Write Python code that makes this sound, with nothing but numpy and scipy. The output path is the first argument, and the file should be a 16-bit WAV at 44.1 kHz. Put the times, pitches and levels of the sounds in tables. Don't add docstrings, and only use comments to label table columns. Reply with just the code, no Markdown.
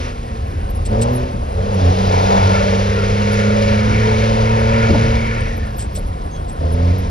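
import sys
import numpy as np
from scipy import signal
from scipy.fft import rfft, irfft
from scipy.io import wavfile
from scipy.ndimage import uniform_filter1d, minimum_filter1d

SR = 44100
rng = np.random.default_rng(int(sys.argv[2]) if len(sys.argv) > 2 else 0)


def master_out(mix):
    frames = np.transpose(np.atleast_2d(mix))
    ceiling = np.clip(frames, -1, 1)
    pcm = np.round(ceiling * 32767).astype(np.int16)
    wavfile.write(sys.argv[1], SR, pcm)


N = 313110
TIME = np.arange(N) / SR
BINS = np.fft.rfftfreq(N, 1 / SR)

# t/s, firing rate/Hz
FIRING_RATE = [(0, 128), (.3, 113), (.8, 99), (.92, 105), (1.12, 124), (1.3, 126), (1.58, 98), (1.88, 92),
               (2.8, 99), (3.4, 103.4), (3.8, 105.8), (4.02, 108.1), (4.84, 112.4), (5.55, 113.4),
               (5.9, 98), (6.2, 82), (6.55, 74), (6.96, 91), (7.1, 90)]
# start/s, rise/s, lift/s, fall/s, load (0-1), exhaust push (0-1)
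PEDAL_PRESSES = [(0, 0.003, 0.07, 0.072, 0.48, 0), (0.878, 0.042, 1.09, 0.3, 0.72, 0.81),
                 (1.428, 0.37, 4.997, 0.74, 0.94, 0.96), (6.589, 0.027, 6.92, 0.36, 0.63, 1)]
# coasting level/dB, then gain/dB per unit of load, charge, lugging and octave of speed
GROWL_LAW = (-37.5, 15, -0.5, 1, 0)
KNOCK_LAW = (-45, 4, 12.5, 2, 5.5)
RUSH_LAW = (-48, 6, 9, 6, 3)
# f/Hz, side minus mid/dB
STEREO_WIDTH = [(100, -23.5), (210, -9.5), (310, -2), (440, -10), (570, 0), (700, 12), (860, 18),
                (1100, 10), (1450, 3.5), (2200, -2.5), (5200, -6.5), (6500, -0.5), (7600, 37.5), (9000, -5)]
# firing rate/Hz, fundamental/dB, octave/dB
BOOM_BY_SPEED = [(73, -15.5, -27.5), (90.3, -11, -23), (92.6, -15.5, -23), (95, -13, -21), (96.5, -17, -16),
                 (101, -16, -22.5), (103.3, -16.5, -16), (106, -15.5, -16.5), (109.5, -14.7, -20),
                 (113, -15, -18), (129, -15, -15)]
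# multiple of the crank's rate, level/dB
EXHAUST_ORDERS = [(9, 4.5), (10, 5.5), (11, 1), (12, 5.5), (13, 0.5), (14, 2.5), (15, 0.5), (16, 0.5),
                  (17, -2.5), (18, -11), (19, -1.5), (20, 2), (22, -2), (23, 0.5), (24, -3), (25, 3),
                  (26, 1.5)]
# f/Hz, width/Hz, gain/dB
CAB_MODES = [(441.3, 28.5, 7.5), (561.7, 17, 5.5)]
# t/s, lower gain/dB, upper gain/dB
DRONE_GAINS = [(1.6, -2.5, -2.5), (2.45, 0.5, -2.5), (2.678, 0.5, 10), (2.9, 3, -1.5), (3.35, 1.5, -1.5),
               (3.55, 4, 7), (3.75, -1, 0), (3.9, -3.5, -10), (4.05, 3.5, -4.5), (4.3, -2.5, 1.5),
               (4.45, -2.5, -6), (4.7, 1.5, -2), (5, -0.5, -2.5), (6.6, -2, -3.5)]
DRONE_BANDS = [(445, 60), (582, 79)]  # f/Hz, width/Hz
# f/Hz, half-width/Hz, level/dB, share of COVER_BUZZ (0-1)
COVER_MODES = [(941, 35, -15.5, 0.22), (1418, 38, -15.5, 0.52), (1730, 29, -21.5, 0.7),
               (2240, 120, -17, 0.77)]
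# t/s, whistle f/Hz, whistle level/dB, shaft level/dB
TURBO_PATH = [(0, 14700, -100, -62), (.33, 12300, -86, -50), (.46, 11400, -69, -57), (.63, 10400, -65, -48),
              (.85, 9450, -64, -68), (1.2, 11500, -63, -60), (1.56, 9600, -64, -62), (2.3, 12800, -64, -48),
              (2.5, 13400, -90, -50), (3.2, 15150, -82, -41), (5.1, 15400, -82, -42),
              (5.35, 14850, -100, -38), (5.52, 13000, -88, -44), (5.7, 11700, -66, -44),
              (5.88, 11100, -72, -56), (6.15, 9500, -74, -66), (7.1, 9600, -77, -66)]

# t/s, level/dB
GROWL_STRAIN = [(0, -19), (1, 4.5), (1.6, 3), (1.95, 6.5), (2.15, 10.5), (2.33, 11), (2.5, 11.5), (2.65, 6),
                (2.9, 2), (3.5, 0.5), (4.5, 7), (5.3, 4), (7.1, 4)]
GROWL_LUMPS = [(1.68, 4.5), (1.78, -0.5), (1.92, 1.5), (1.97, -1.5), (2.12, -1.5), (2.19, 1.5), (2.24, -3),
               (2.32, 4), (2.45, -0.5), (2.55, -1), (2.9, 0)]
COVER_BUZZ = [(0, -5), (2, -18), (2.15, 19), (2.25, 6), (2.35, 8), (2.55, 10), (2.9, -15), (3.4, 15),
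              (3.6, 2), (4.1, 16.5), (4.45, -7), (4.75, 16.5), (5.05, 8.5), (5.35, 23), (6, -2)]
RUSH_SWELLS = [(3.2, -0.5), (3.38, 2.5), (3.52, -.5), (3.68, 2), (3.85, -1), (4.1, 0.5), (4.25, 1.5),
               (4.55, -2), (5, 0.5), (6.7, -1.5)]
ROAD_ROUGHNESS = [(0, -29.5), (.3, -30), (.5, -25), (.9, -24), (1.8, -30), (2.3, -29.5), (2.7, -29),
                  (3.5, -30.5), (3.95, -27), (4.9, -26), (5.3, -25.5), (6.05, -27), (6.65, -30),
                  (7.1, -28.5)]

# f/Hz, level/dB
THIRD_RESPONSE = [(225, -40), (250, -12), (270, -17), (292, -21), (345, -58), (375, -7), (390, -3)]
FLUTTER_SPECTRUM = [(45, -27), (75, 23.5), (115, 13.5), (150, 16), (260, -71)]
BURBLE_SPECTRUM = [(110, -11), (170, 11), (230, 20), (280, -14), (400, -54)]
GROWL_SPECTRUM = [(15, -42), (45, -2), (130, 5.5), (180, -1.5), (260, -2), (305, -13), (380, -3.5),
                  (470, 2), (570, 2.5), (650, -7), (740, -11.5), (830, -21), (950, -19.5), (1150, -19.5),
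                  (1800, -20.5), (4000, -90)]
EDGE_SPECTRUM = [(500, -43), (600, -10.5), (740, -5.5), (860, 1.5), (1000, 5.5), (1130, -8),
                 (1330, -2.5), (1700, -16.5)]
KNOCK_SPECTRUM = [(600, -25), (950, -6), (1180, 0), (1420, 0.5), (1950, 3.5), (2300, 1.5), (2700, 1.5),
                  (3300, -10.5), (6000, -55), (12000, -102)]
RUSH_SPECTRUM = [(1200, -8), (2600, 2.5), (3300, 3.5), (4500, 1.5), (5300, 2), (6100, -4.5), (6900, -10),
                 (7600, -113), (8700, -12.5), (10500, -16.5), (12000, -26.5), (13200, -44), (14000, -61)]
RUMBLE_SPECTRUM = [(14, -40), (24, -18), (33, -2), (55, -4.5), (75, -2), (110, -12.5), (170, -23),
                   (300, -26), (600, -41), (1200, -111)]
TYRE_SPECTRUM = [(100, -27), (300, 7.5), (620, 2.5), (760, 4), (860, -12), (1020, -0.5), (1700, -15),
                 (3000, -19), (6000, -51), (7600, -46), (9000, -19.5), (11500, -24), (13500, -61),
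                 (15000, -88)]
SPIT_SPECTRUM = [(1200, -13), (3000, 3.5), (5500, 3.5), (7600, -13), (9500, 1), (12000, -10), (14000, -34),
                 (16000, -46.5)]
FLOOR_SPECTRUM = [(30, -26), (70, 5.5), (190, -2.5), (250, -7.5), (330, -8.5), (700, -68), (3000, -130)]
RATTLE_SPECTRUM = [(1100, -38), (1450, -18), (1750, 3), (2150, -3), (2600, -6), (3300, -14), (6000, -56)]

# t/s, f/Hz, duration/s, level/dB
TRIM_SQUEAKS = [(0.023, 5760, 0.052, -52), (0.696, 11800, .022, -44.5), (0.747, 10600, .035, -49.5),
                (1.118, 11700, 0.046, -49), (1.146, 10550, 0.039, -42), (1.729, 10900, .033, -50),
                (2.538, 1370, 0.049, -32), (2.953, 1390, 0.097, -36.5), (3.31, 10600, 0.046, -45),
                (4.585, 10600, 0.035, -50), (5.403, 8850, 0.013, -48.5), (5.434, 5760, 0.13, -52.5),
                (5.565, 11600, 0.022, -45), (5.763, 11700, 0.032, -45), (5.928, 12300, 0.039, -52),
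                (5.977, 11200, 0.027, -47), (6.06, 11000, 0.046, -54), (6.307, 6350, 0.08, -52),
                (6.334, 3300, 0.074, -53), (6.515, 10600, 0.024, -49), (6.716, 10660, 0.032, -41),
                (6.98, 11400, .028, -48)]
# t/s, duration/s, level/dB
VALVE_SPITS = [(0.85, 0.042, -39.5), (1.012, 0.04, -31), (5.78, 0.097, -39.5), (5.949, 0.054, -37.5),
               (6.474, .07, -50)]
# t/s, floor level/dB,
# floor 60 dB decay time/s, panel level/dB, panel f/Hz
CAB_JOLTS = [(0.928, -22, .08, -21, 524), (1.341, -11.5, 0.089, -33, 300), (3.848, -15, .35, -28, 300),
             (3.895, -12, 0.32, -22, 330), (4.893, -11.5, 0.91, -8.5, 470), (4.944, -16, .25, -10.5, 680),
             (5.975, -23, 0.23, -25, 520), (6.637, -14, 0.056, -24, 540)]
# t/s, duration/s, level/dB
RATTLES = [(2.1, .1, -41), (3.322, 0.15, -32.5), (3.983, 0.12, -33), (4.2, 0.085, -37), (4.483, .18, -41),
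           (4.66, 0.17, -33), (5.05, 0.58, -36)]


def amp(db):
    return 10 ** (np.asarray(db) / 20)


def unit(x):
    return x / np.sqrt(np.mean(x ** 2) + 1e-20)


def curves(rows):
    times, *columns = np.transpose(rows)
    return [np.interp(TIME, times, column) for column in columns]


def colour(points):
    hz, db = np.transpose(points)
    return amp(np.interp(np.log(BINS + 1), np.log(hz), db))


def drift(hz, size=16384):
    return unit(np.interp(2 * hz * TIME, np.arange(size), rng.standard_normal(size)))


def noise():
    return rng.standard_normal((2, N))


def add(mix, start, sound):
    part = mix[max(round(start * SR), 0):][:len(sound)]
    part += sound[:len(part)]


def in_cab(pair, gain, direct=0.99):
    mid, reflected = rfft(pair) * gain
    side = colour(STEREO_WIDTH) * (1j * direct * mid + np.sqrt(1 - direct ** 2) * reflected)
    return irfft(np.array([mid + side, mid - side]), N) / np.std(irfft(mid, N))


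def shudder(clutch_s=1.49, period_s=.3, swing_hz=7, decay_s=.65):
    age = np.maximum(TIME - clutch_s, 0)
    return -swing_hz * np.exp(-age / decay_s) * np.sin(2 * np.pi * age / period_s)


def pedal(push_lead=1.08):
    load, push = np.zeros((2, N))
    for start, rise, lift, fall, depth, push_depth in PEDAL_PRESSES:
        up, down = (TIME - start) / rise, 1 - (TIME - lift) / fall
        load += depth * np.clip(np.minimum(up, down), 0, 1)
        push += push_depth * np.clip(np.minimum(push_lead * up, down), 0, 1)
    return load, push


def spool(load, lag_s=.4, start_boost=.95):
    memory = np.exp(-1 / (lag_s * SR))
    return signal.lfilter([1 - memory], [1, -memory], load, zi=[start_boost])[0]


def effort(speed, load, boost, lug_below_hz=100.1, lug_range_hz=3.3):
    charge = boost * load ** 0.66
    lug = charge * np.clip((lug_below_hz - speed) / lug_range_hz, 0, 1)
    octaves = np.log2(speed / 100)
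    return [coast + by_load * load + by_charge * charge + by_lug * lug + by_speed * octaves
            for coast, by_load, by_charge, by_lug, by_speed in (GROWL_LAW, KNOCK_LAW, RUSH_LAW)]


def cycle_wave(firings, crank_db, firing_db, size=8192, count=170):
    k = np.arange(count)
    height = amp(crank_db * (k % 2 == 0) + firing_db * (k % 6 == 0))
    height[[0, 6, 12]] = 0
    shapes = irfft(height * np.exp(2j * np.pi * rng.random((2, count))), size)
    place = firings / 6 % 1 * size
    return unit(np.array([np.interp(place, np.arange(size), shape, period=size) for shape in shapes]))


def bursts(firings, depth, uneven_db, chance_db):
    number = firings.astype(int)
    cylinder = np.array([1, .1, .5, -1, .2, -.8])[number % 6]
    strength = amp(uneven_db * cylinder + chance_db * rng.standard_normal(size=1024)[number])
    pulse = 1 + depth * np.exp(-(firings % 1) / 0.26)
    return unit(uniform_filter1d(strength * pulse, size=30))


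def boom_levels(speed, swing, push, coast_note_db=-26, coast_octave_db=-30):
    hz, note_db, octave_db = np.transpose(BOOM_BY_SPEED)
    loaded_note_db = np.interp(speed, hz, note_db) - 1.06 * swing
    loaded_octave_db = np.interp(speed, hz, octave_db)
    return (coast_note_db + push * (loaded_note_db - coast_note_db),
            coast_octave_db + push * (loaded_octave_db - coast_octave_db))


def boom(firings, clean, note_db, octave_db):
    tonal, loose = clean * np.sqrt(2), np.sqrt(1 - clean ** 2)
    phase = 2 * np.pi * firings
    note = tonal * np.sin(phase) * (1 + 0.022 * drift(25))
    octave = tonal * np.sin(2 * phase + 1) * (1 + 0.11 * drift(21))
    third = tonal * irfft(rfft(np.sin(3 * phase + 2)) * colour(THIRD_RESPONSE), N)
    flutter = in_cab(noise(), colour(FLUTTER_SPECTRUM))
    burble = in_cab(noise(), colour(BURBLE_SPECTRUM))
    shake = amp(-17.5) * tonal * np.sin(phase / 3)
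    low = amp(note_db) * (note * amp([[-.7], [.7]]) + third + shake + 0.32 * loose * flutter)
    return low + amp(octave_db) * (octave * amp([[-1.9], [1.7]]) + 0.25 * loose * burble)


def growl(firings, clean, level_db):
    crank = 2 * np.pi * (firings + .011 * drift(22)) / 3
    phases = 2 * np.pi * rng.random((len(EXHAUST_ORDERS), 2, 1))
    strong = unit(sum(amp(db + 2 * drift(4)) * np.sin(order * crank + phase)
                      for (order, db), phase in zip(EXHAUST_ORDERS, phases)))
    weak = cycle_wave(firings + .012 * drift(22), crank_db=4, firing_db=1)
    gas = noise() * bursts(firings, depth=.45, uneven_db=1.5, chance_db=2)
    strain = amp(curves(GROWL_STRAIN)[0])
    drive = clean * (.68 * strong + .6 * weak) + (3.4 - 2.6 * clean) * strain ** .4 * gas
    modes_db = sum(db / (1 + (2 * (BINS - hz) / width) ** 2) for hz, width, db in CAB_MODES)
    sound = in_cab(drive, colour(GROWL_SPECTRUM) * amp(modes_db), direct=0.93)
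    edge = irfft(rfft(sound) * colour(EDGE_SPECTRUM), N)
    return amp(level_db) * amp([[.8], [-.8]]) * (sound + (strain - 1) * edge)


def drone(sound):
    spectrum = rfft(sound)
    for db, (hz, width) in zip(curves(DRONE_GAINS), DRONE_BANDS):
        band = irfft(spectrum / (1 + (2 * (BINS - hz) / width) ** 4), N)
        sound = sound + (amp(db) - 1) * band
    return sound


def knock(firings, level_db):
    orders = cycle_wave(firings + .003 * drift(20), crank_db=3, firing_db=2)
    rattle = noise() * bursts(firings, depth=.4, uneven_db=-0.15, chance_db=0.4) + 0.33 * orders
    clatter = in_cab(rattle, colour(KNOCK_SPECTRUM), direct=1)
    buzz_db = curves(COVER_BUZZ)[0]
    for hz, half_width, db, share in COVER_MODES:
        ring = in_cab(rattle, 1 / (1 + ((BINS - hz) / half_width) ** 2), direct=0.5)
        clatter += amp(db + share * buzz_db + 3 * drift(9) - .5) * ring
    return amp(level_db - 3.7 + .8 * drift(9)) * amp([[.5], [-.5]]) * clatter


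def rush(firings, level_db):
    air = noise() * bursts(firings, depth=0.24, uneven_db=1, chance_db=.9)
    whirr = cycle_wave(firings + 0.0071 * drift(30), crank_db=-23, firing_db=-8, count=400)
    return amp(level_db) * in_cab(air + 0.19 * whirr, colour(RUSH_SPECTRUM), direct=0.79)


def whistle(hz, db, spread, flutter_hz):
    phase = 2 * np.pi * np.cumsum(hz * (1 + spread * drift(230))) / SR
    return amp(db) * (drift(flutter_hz) * np.sin(phase) + drift(flutter_hz) * np.cos(phase))


def turbo(shaft_ratio=.146):
    hz, blades_db, shaft_db = curves(TURBO_PATH)
    blades = whistle(hz, blades_db + 3.5 * drift(14) - 2, spread=.011, flutter_hz=130)
    shaft = whistle(shaft_ratio * hz, shaft_db + 2 * drift(12), spread=.032, flutter_hz=60)
    return blades + shaft


def road():
    rumble = amp(curves(ROAD_ROUGHNESS)[0] + 5) * in_cab(noise(), colour(RUMBLE_SPECTRUM))
    flicker = amp(1.5 * drift(24))
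    return rumble + amp(-42) * flicker * in_cab(noise(), colour(TYRE_SPECTRUM))


def squeaks():
    chirps = np.zeros(N)
    waver, grip = drift(570), amp(3.5 * drift(140))
    for start, hz, length, db in TRIM_SQUEAKS:
        progress = np.linspace(0, 1, int(length * SR))
        pitch = hz * (1 + .025 * (.5 - progress) + 0.016 * waver[int(start * SR):][:len(progress)])
        envelope = np.sin(np.pi * progress ** 0.92) ** 0.78
        add(chirps, start, amp(db) * envelope * np.sin(2 * np.pi * np.cumsum(pitch) / SR))
    return 2 * grip * np.array([chirps, np.roll(chirps, shift=1)])


def spits():
    sputter = unit(amp(0.82 * drift(330)))
    envelope = sum(amp(db) * np.sin(np.pi * np.clip((TIME - start) / length, 0, 1) ** .5) ** 2
                   for start, length, db in VALVE_SPITS)
    return envelope * sputter * in_cab(noise(), colour(SPIT_SPECTRUM), direct=0.95)


def bumps(size=49152, floor_rise_s=.004, panel_rise_s=.003, panel_t60=.085, side_gain=.19):
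    out = np.zeros((2, N))
    age, hz = np.arange(size) / SR, np.fft.rfftfreq(size, 1 / SR)
    floor = np.interp(hz, BINS, colour(FLOOR_SPECTRUM))
    for start, floor_db, floor_t60, panel_db, panel_hz in CAB_JOLTS:
        panel = 1 / (1 + ((hz - panel_hz) / (.38 * panel_hz)) ** 4)
        thud = unit(irfft(rfft(rng.standard_normal((2, size))) * floor))
        clunk = unit(irfft(rfft(rng.standard_normal((2, size))) * panel))
        thud *= amp(floor_db - 60 * age / floor_t60) * (1 - np.exp(-age / floor_rise_s))
        clunk *= amp(panel_db - 60 * age / panel_t60) * (1 - np.exp(-age / panel_rise_s))
        mid, side = thud + clunk
        add(out[0], start, mid + side_gain * side)
        add(out[1], start, mid - side_gain * side)
    return out


def rattles(firings):
    pulses = noise() * bursts(firings, depth=2, uneven_db=1.5, chance_db=1.5)
    envelope = sum(amp(db) * np.sin(np.pi * np.clip((TIME - start) / length, 0, 1))
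                   for start, length, db in RATTLES)
    return envelope * in_cab(pulses, colour(RATTLE_SPECTRUM), direct=0.72)


def scene():
    trend, swing = uniform_filter1d(curves(FIRING_RATE)[0], size=2500), shudder()
    speed = trend + swing
    firings = np.cumsum(speed * (1 + .0022 * drift(10))) / SR
    load, push = pedal()
    clean = np.clip(.36 + .42 * push, 0, 1)
    growl_db, knock_db, rush_db = effort(trend, load, spool(load))
    exhaust = boom(firings, clean, *boom_levels(speed, swing, push))
    exhaust += drone(growl(firings, clean, growl_db + curves(GROWL_LUMPS)[0]))
    engine = knock(firings, knock_db) + rush(firings, rush_db + curves(RUSH_SWELLS)[0]) + turbo()
    return exhaust + engine + rattles(firings) + road() + squeaks() + spits() + bumps()


def record(dry, ceiling=.92, cutoff_hz=15900):
    gain = np.minimum(ceiling / (abs(dry).max(axis=0) + 1e-9), 1)
    limited = dry * uniform_filter1d(minimum_filter1d(gain, size=441), size=441)
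    lowpass = signal.firwin(255, cutoff_hz, window=("kaiser", 9), fs=SR)
    return signal.oaconvolve(limited, lowpass[None], "same")


dry = scene()
out = record(dry)
master_out(out)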